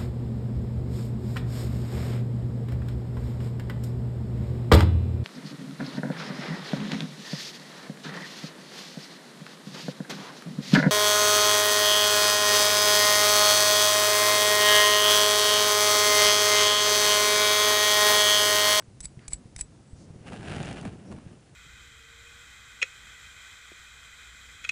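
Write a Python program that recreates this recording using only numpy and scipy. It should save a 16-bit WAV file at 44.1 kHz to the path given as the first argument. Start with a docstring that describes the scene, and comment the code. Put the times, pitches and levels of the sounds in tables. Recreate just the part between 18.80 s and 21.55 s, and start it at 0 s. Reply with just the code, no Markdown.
"""A faint wire ring and light finger ticks open on the hush of a small room. Then a steel paperclip is
stroked three times along a hand-held magnet: it snaps on with a click, scrapes along with friction
making the wire sing, and slips off the end with a ping and a soft thud of the recoiling hands.
Then the arms move away and back: cloth rustles as its fibres catch and slip, with a few dull bumps."""
import sys
import numpy as np
from scipy import signal
from scipy.fft import rfft, irfft
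from scipy.io import wavfile

SR = 44100
rng = np.random.default_rng(int(sys.argv[2]) if len(sys.argv) > 2 else 0)


def waveform_to_disk(signal):
    """Save audio, clipped to [-1, 1], as 16-bit WAV at the path in sys.argv[1]."""
    frames = np.transpose(np.atleast_2d(signal))
    scaled = np.clip(frames, -1, 1) * 32767
    samples = np.round(scaled).astype(np.int16)
    wavfile.write(sys.argv[1], SR, samples)


N = 121275
T = np.arange(N) / SR


def from_db(db):
    """Decibels to gain."""
    return 10 ** (np.asarray(db) / 20)


def rms_one(x):
    """Scale to unit rms."""
    return x / np.sqrt(np.mean(x ** 2) + 1e-20)


def fader(curve):
    """Gain ride through (t/s, level/dB) points."""
    return from_db(np.interp(T, *np.transpose(curve)))


def colour(x, spectrum):
    """EQ a noise through (f/Hz, level/dB) points; rms 1."""
    hz, db = np.transpose(spectrum)
    bins = np.maximum(np.fft.rfftfreq(N, 1 / SR), 1)
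    eq = from_db(np.interp(np.log(bins), np.log(hz), db))
    return rms_one(irfft(rfft(x) * eq, N))


def decay(s, t60):
    """Envelope that jumps to 1 at time s and dies away."""
    return (T >= s) * np.exp(-np.log(1000) * np.clip((T - s) / t60, 0, 10))


def swell(s, length):
    """Envelope that rises and falls as half a sine."""
    return np.sin(np.pi * np.clip((T - s) / length, 0, 1))


def ring(s, hz, t60):
    """A damped sine that starts at time s."""
    return decay(s, t60) * np.sin(2 * np.pi * hz * (T - s))


def resonate(x, hz, width_hz):
    """Two-pole resonance with unity gain at its peak."""
    r = np.exp(-np.pi * width_hz / SR)
    feedback = [1, -2 * r * np.cos(2 * np.pi * hz / SR), r * r]
    return signal.lfilter(np.array([1, 0, -1]) * (1 - r * r) / 2, feedback, x + 1e-18)


def band(noise, hz, width_hz):
    """Noise through a resonance twice; rms 1."""
    return rms_one(resonate(resonate(noise, hz, width_hz), hz, width_hz))


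def grains(per_s, spread_db):
    """Random tiny clicks of uneven size; rms 1."""
    sizes = from_db(spread_db * np.minimum(rng.exponential(1, N), 4)) * rng.choice([-1, 1], N)
    return rms_one(sizes * (rng.random(N) < per_s / SR))


def lumps(depth_db, per_s=70):
    """Gain that wanders as the cloth sticks and gives."""
    return from_db(depth_db * np.interp(T * per_s, np.arange(600), rng.standard_normal(600)))


# EQ of the room tone: f/Hz, relative level/dB
ROOM_TONE_EQ = [(20, -19), (60, 1), (120, 7.5), (300, -7), (600, -14), (1200, -19), (3000, -24),
                (6000, -23.5), (10000, -26)]
def room_tone():
    """The quiet room: a steady, bass-heavy bed of noise."""
    return from_db(-55) * colour(rng.standard_normal(N), ROOM_TONE_EQ)


# fader ride of the arm rumble: t/s, level/dB
RUMBLE_RIDE = [(0, -58), (0.5, -55.5), (0.75, -56), (0.92, -54.5), (1.05, -58.5), (1.25, -50), (1.44, -48),
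               (1.53, -37), (1.58, -42), (1.72, -38), (1.91, -35.5), (1.96, -41), (2.08, -38.5),
               (2.12, -43), (2.22, -48.5), (2.31, -41), (2.42, -49), (2.54, -48), (2.62, -64),
               (2.75, -57.5)]
# its EQ: f/Hz, relative level/dB
RUMBLE_EQ = [(20, -25), (50, -9.5), (110, -1), (200, -3), (320, -8), (450, -13.5), (750, -21.5),
             (1200, -30), (4000, -45)]
def arm_rumble():
    """Moving arms make a low, lumpy rumble."""
    return fader(RUMBLE_RIDE) * rms_one(lumps(depth_db=2.5) * colour(rng.standard_normal(N), RUMBLE_EQ))


def wire_singing(hz=7970, width_hz=130):
    """The wire's main mode, kept ringing by friction, wavers in level and pitch; rms 1."""
    narrow = resonate(rng.standard_normal(N), hz, width_hz)
    tone = signal.hilbert(resonate(narrow, hz, 4 * width_hz))
    return rms_one(tone.real / np.sqrt(np.abs(tone) + 1e-12))  # 2:1 compression


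# swells of the free wire: t/s, length/s, level/dB
FAINT_RINGS = [(-0.04, 0.061, -54.5), (1.05, 0.13, -69.5)]
def faint_rings(singing):
    """The free wire rings faintly between the fingers."""
    return singing * sum(from_db(db) * swell(s, length) for s, length, db in FAINT_RINGS)


# finger ticks: t/s, level/dB, f/Hz
TICKS = [(0.0060, -43, 900), (0.0230, -41.5, 1390), (0.3920, -45, 1910), (0.3936, -44, 2810)]
def finger_ticks():
    """Small dull ticks as the grip shifts."""
    noise = rng.standard_normal(N)
    return sum(from_db(db) * decay(s, t60=0.009) * band(noise, hz, width_hz=300) for s, db, hz in TICKS)


def soften(x, cutoff_hz=400):
    """A low-pass takes the edge off a knock."""
    return signal.sosfilt(signal.butter(2, cutoff_hz, fs=SR, output="sos"), x + 1e-18)


# bumps of hands and arms: t/s, level/dB, f/Hz
BUMPS = [(0.082, -39.5, 96), (0.243, -35, 161), (0.372, -32, 139), (0.655, -33.5, 140), (1.131, -29.5, 76),
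         (1.304, -32, 143), (1.359, -33, 122), (1.408, -35, 147), (1.597, -30, 139), (1.718, -33.5, 140),
         (2.052, -23, 248), (2.134, -35, 161), (2.309, -38, 153), (2.38, -40, 193), (2.463, -30.5, 135)]
def hand_bumps():
    """Hands and arms bump as they move, each time a low, quickly damped tone."""
    return soften(sum(from_db(db) * ring(s, hz, t60=0.044) for s, db, hz in BUMPS))


# resonances of clip on magnet: f/Hz, width/Hz, level/dB
CONTACT_MODES = [(833, 350, -11.5), (2260, 480, -5), (3740, 370, -5.5), (4430, 1100, -7.5), (5720, 610, -5),
                 (5900, 300, -3), (7500, 1420, -3), (9620, 2000, -5)]
def contact(force, tilt_db):
    """Clip and magnet, pressed together, answer a force with broad resonances, tilted per octave."""
    return sum((-1) ** k * resonate(force, hz, width) * from_db(db + tilt_db * np.log2(hz / 6000))
               for k, (hz, width, db) in enumerate(CONTACT_MODES))


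def click(s, db, tilt_db, makeup_db=11):
    """A sharp click in a short burst of noise that swells quickly and dies away."""
    rise = (T < s) * np.exp(np.clip((T - s) / 0.0007, -40, 0))
    burst = 0.15 * rng.standard_normal(N) * (rise + decay(s, t60=0.016))
    burst[int(s * SR)] += 1
    return from_db(db + makeup_db) * contact(burst, tilt_db)


def clink(s, hz):
    """A very short steel tone that gives a click its pitch."""
    return from_db(-30.5) * ring(s, hz, t60=0.0067)


# main and upper modes of the finger-damped wire: f/Hz, relative level/dB, t60/s
WIRE_MAIN = [(7900, 0, 0.017), (7900, -41, 0.077), (8000, -34, 0.015), (8100, -27, 0.02)]
WIRE_UPPER = [(8570, -11, 0.01), (9620, 2.5, 0.0065), (9900, -13, 0.008)]
def wire_ping(s, db, modes):
    """The wire is let go and rings in its modes."""
    attack = np.clip((T - s) / 0.0011, 0, 1)
    return from_db(db) * attack * sum(from_db(mode_db) * ring(s, hz, t60) for hz, mode_db, t60 in modes)


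# ping level/dB, clink f/Hz
LANDINGS = [(0.205, -20.5, 1.5, 0.0047, -28, -28.5, 6330), (0.4805, -21.5, -0.5, 0.0022, -25, -28.5, 7030),
            (0.7630, -20.5, 0, 0.0013, -35.5, -44, 6150)]
def landings():
    out = np.zeros(N)
    for s, db, tilt, delay, bounce_db, ping_db, clink_hz in LANDINGS:
        out += click(s, db, tilt) + clink(s, clink_hz)
        out += click(s + delay, bounce_db, tilt) + wire_ping(s + delay, ping_db, WIRE_MAIN)
    return out


def recoil_thuds(landing_db=-36):
    """The hands recoil with a deep thud at each landing and slip-off."""
    jolts = [(s, landing_db) for s, *_ in LANDINGS] + [(s, thud_db) for s, *_, thud_db in SLIP_OFFS]
    return soften(sum(from_db(db) * ring(s, hz=46.2, t60=0.12) for s, db in jolts))


SLIDES = [(0.226, 0.2560, -41.5, -48.5), (0.501, 0.544, -43.5, -58), (0.779, 0.816, -40, -48)]
def slides(singing, rise_db=16):
    """Dragged along the magnet, the wire sings over a gritty scrape that builds to the end."""
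    scrape = rms_one(contact(grains(per_s=1600, spread_db=2.5), tilt_db=0.5))
    out = np.zeros(N)
    for start, end, scrape_db, sing_db in SLIDES:
        along = np.clip((T - start) / (end - start), 0, 1)
        attack = np.clip((T - start) / 0.0032, 0, 1)
        gate = attack * ((T < end) + decay(end, t60=0.014))
        out += gate * (scrape * from_db(scrape_db - rise_db * (1 - along)) + singing * from_db(sing_db))
    return out


SNAGS = [(0.2305, -54, 9, -40), (0.2465, -34, 18, -38), (0.5230, -41, -8.5, -58),
         (0.7907, -25.5, -5.5, -37)]
def snags():
    """The wire catches mid-slide, clicks and rings."""
    return sum(click(s, db, tilt) + wire_ping(s, ping_db, WIRE_MAIN) for s, db, tilt, ping_db in SNAGS)


# clink f/Hz, thud level/dB
SLIP_OFFS = [(0.2551, -24.5, 2, -23.5, -7, 4730, -35.5), (0.5324, -21, 0, -13, -13, 4420, -29.5),
             (0.8098, -18.5, 1, -16, -3.5, 5020, -31.5)]
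def slip_offs():
    """The wire springs off the magnet's end with a click and a bright ping."""
    out = np.zeros(N)
    for s, db, tilt, ping_db, upper_db, clink_hz, _ in SLIP_OFFS:
        out += click(s, db, tilt) + clink(s, clink_hz)
        out += wire_ping(s, ping_db, WIRE_MAIN) + wire_ping(s, ping_db + upper_db, WIRE_UPPER)
    return out


# soft swishes: t/s, length/s, level/dB, f/Hz, width/Hz
SWISHES = [(0.400, 0.100, -68.5, 4600, 380), (0.385, 0.110, -63, 1400, 1400),
           (1.140, 0.140, -64, 5400, 4000), (2.240, 0.090, -69, 5550, 590)]
def swishes():
    """Skin and sleeves brush in airy swells of noise."""
    noise = rng.standard_normal(N)
    return sum(from_db(db) * swell(s, length) * band(noise, hz, width)
               for s, length, db, hz, width in SWISHES)


# fader ride of the cloth rub: t/s, level/dB
RUB_RIDE = [(1.0, -77), (1.3, -78), (1.43, -62), (1.465, -53.5), (1.475, -43.5), (1.51, -57), (1.53, -44.5),
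            (1.586, -53), (1.662, -43.5), (1.72, -41), (1.755, -43), (1.915, -42.5), (1.95, -50),
            (1.985, -40.5), (2.035, -57.5), (2.06, -46), (2.125, -61), (2.24, -64), (2.32, -63.5),
            (2.35, -60.5), (2.55, -65.5), (2.62, -68.5)]
# its EQ: f/Hz, relative level/dB
RUB_EQ = [(150, -24), (400, -0.5), (780, 3), (1020, -8.5), (1550, -1), (2200, -6.5), (2750, -3.5),
          (3400, -10.5), (6000, -19.5), (10000, -20.5)]
def cloth_rub(grain_share=0.56):
    """Fibres catch and slip, adding grain to a smooth rub."""
    fibres = np.sqrt(grain_share) * grains(per_s=1300, spread_db=5)
    smooth = np.sqrt(1 - grain_share) * rng.standard_normal(N)
    return fader(RUB_RIDE) * lumps(depth_db=0.2) * colour(fibres + smooth, RUB_EQ)


# fold flicks: t/s, level/dB
FOLDS = [(1.47, -52), (1.5220, -38.5), (1.716, -34), (1.7660, -39), (1.854, -55), (2.0290, -39),
         (2.0517, -31.5), (2.316, -40.5), (2.3250, -40), (2.3854, -46.5)]
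# their EQ: f/Hz, relative level/dB
FOLD_EQ = [(150, 0), (400, 6), (800, 5), (1800, -3.5), (3400, -13), (6000, -20), (10000, -18)]
def fold_flicks():
    """Folds of cloth flick in short, dull puffs."""
    envelope = sum(from_db(db) * decay(s, t60=0.026) for s, db in FOLDS)
    return envelope * colour(rng.standard_normal(N), FOLD_EQ)


# thread crackles: t/s, level/dB
CRACKLES = [(1.763, -39.5), (1.8293, -34.5), (1.857, -38.5), (1.9290, -39.5), (2.0125, -39.5)]
# their EQ: f/Hz, relative level/dB
CRACKLE_EQ = [(1000, -12), (3500, 0), (7500, 0), (10000, -6)]
def thread_crackles():
    """Single threads snap free in tiny, bright bursts."""
    envelope = sum(from_db(db) * decay(s, t60=0.009) for s, db in CRACKLES)
    return envelope * colour(rng.standard_normal(N), CRACKLE_EQ)


def room_reverb(x, predelay_s=0.0065, wet_db=-18.5):
    """A short diffuse tail from the walls."""
    tail = rng.standard_normal(N) * decay(predelay_s, t60=0.1)
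    return from_db(wet_db) * signal.fftconvolve(x, tail / np.linalg.norm(tail))[:N]


def scene():
    """Mono mix over room tone: clip and finger ticks feed the reverb, body and cloth stay dry."""
    singing = wire_singing()
    sharp = faint_rings(singing) + finger_ticks() + landings() + slides(singing) + snags() + slip_offs()
    body = arm_rumble() + hand_bumps() + recoil_thuds()
    cloth = swishes() + cloth_rub() + fold_flicks() + thread_crackles()
    return (room_tone() + sharp + room_reverb(sharp) + body + cloth)[None]


def record(dry):
    """A steep high cut on the whole mix."""
    cutoff_hz = 10330
    return signal.sosfilt(signal.ellip(10, .3, 70, cutoff_hz, fs=SR, output="sos"), dry)


dry = scene()
out = record(dry)
waveform_to_disk(out)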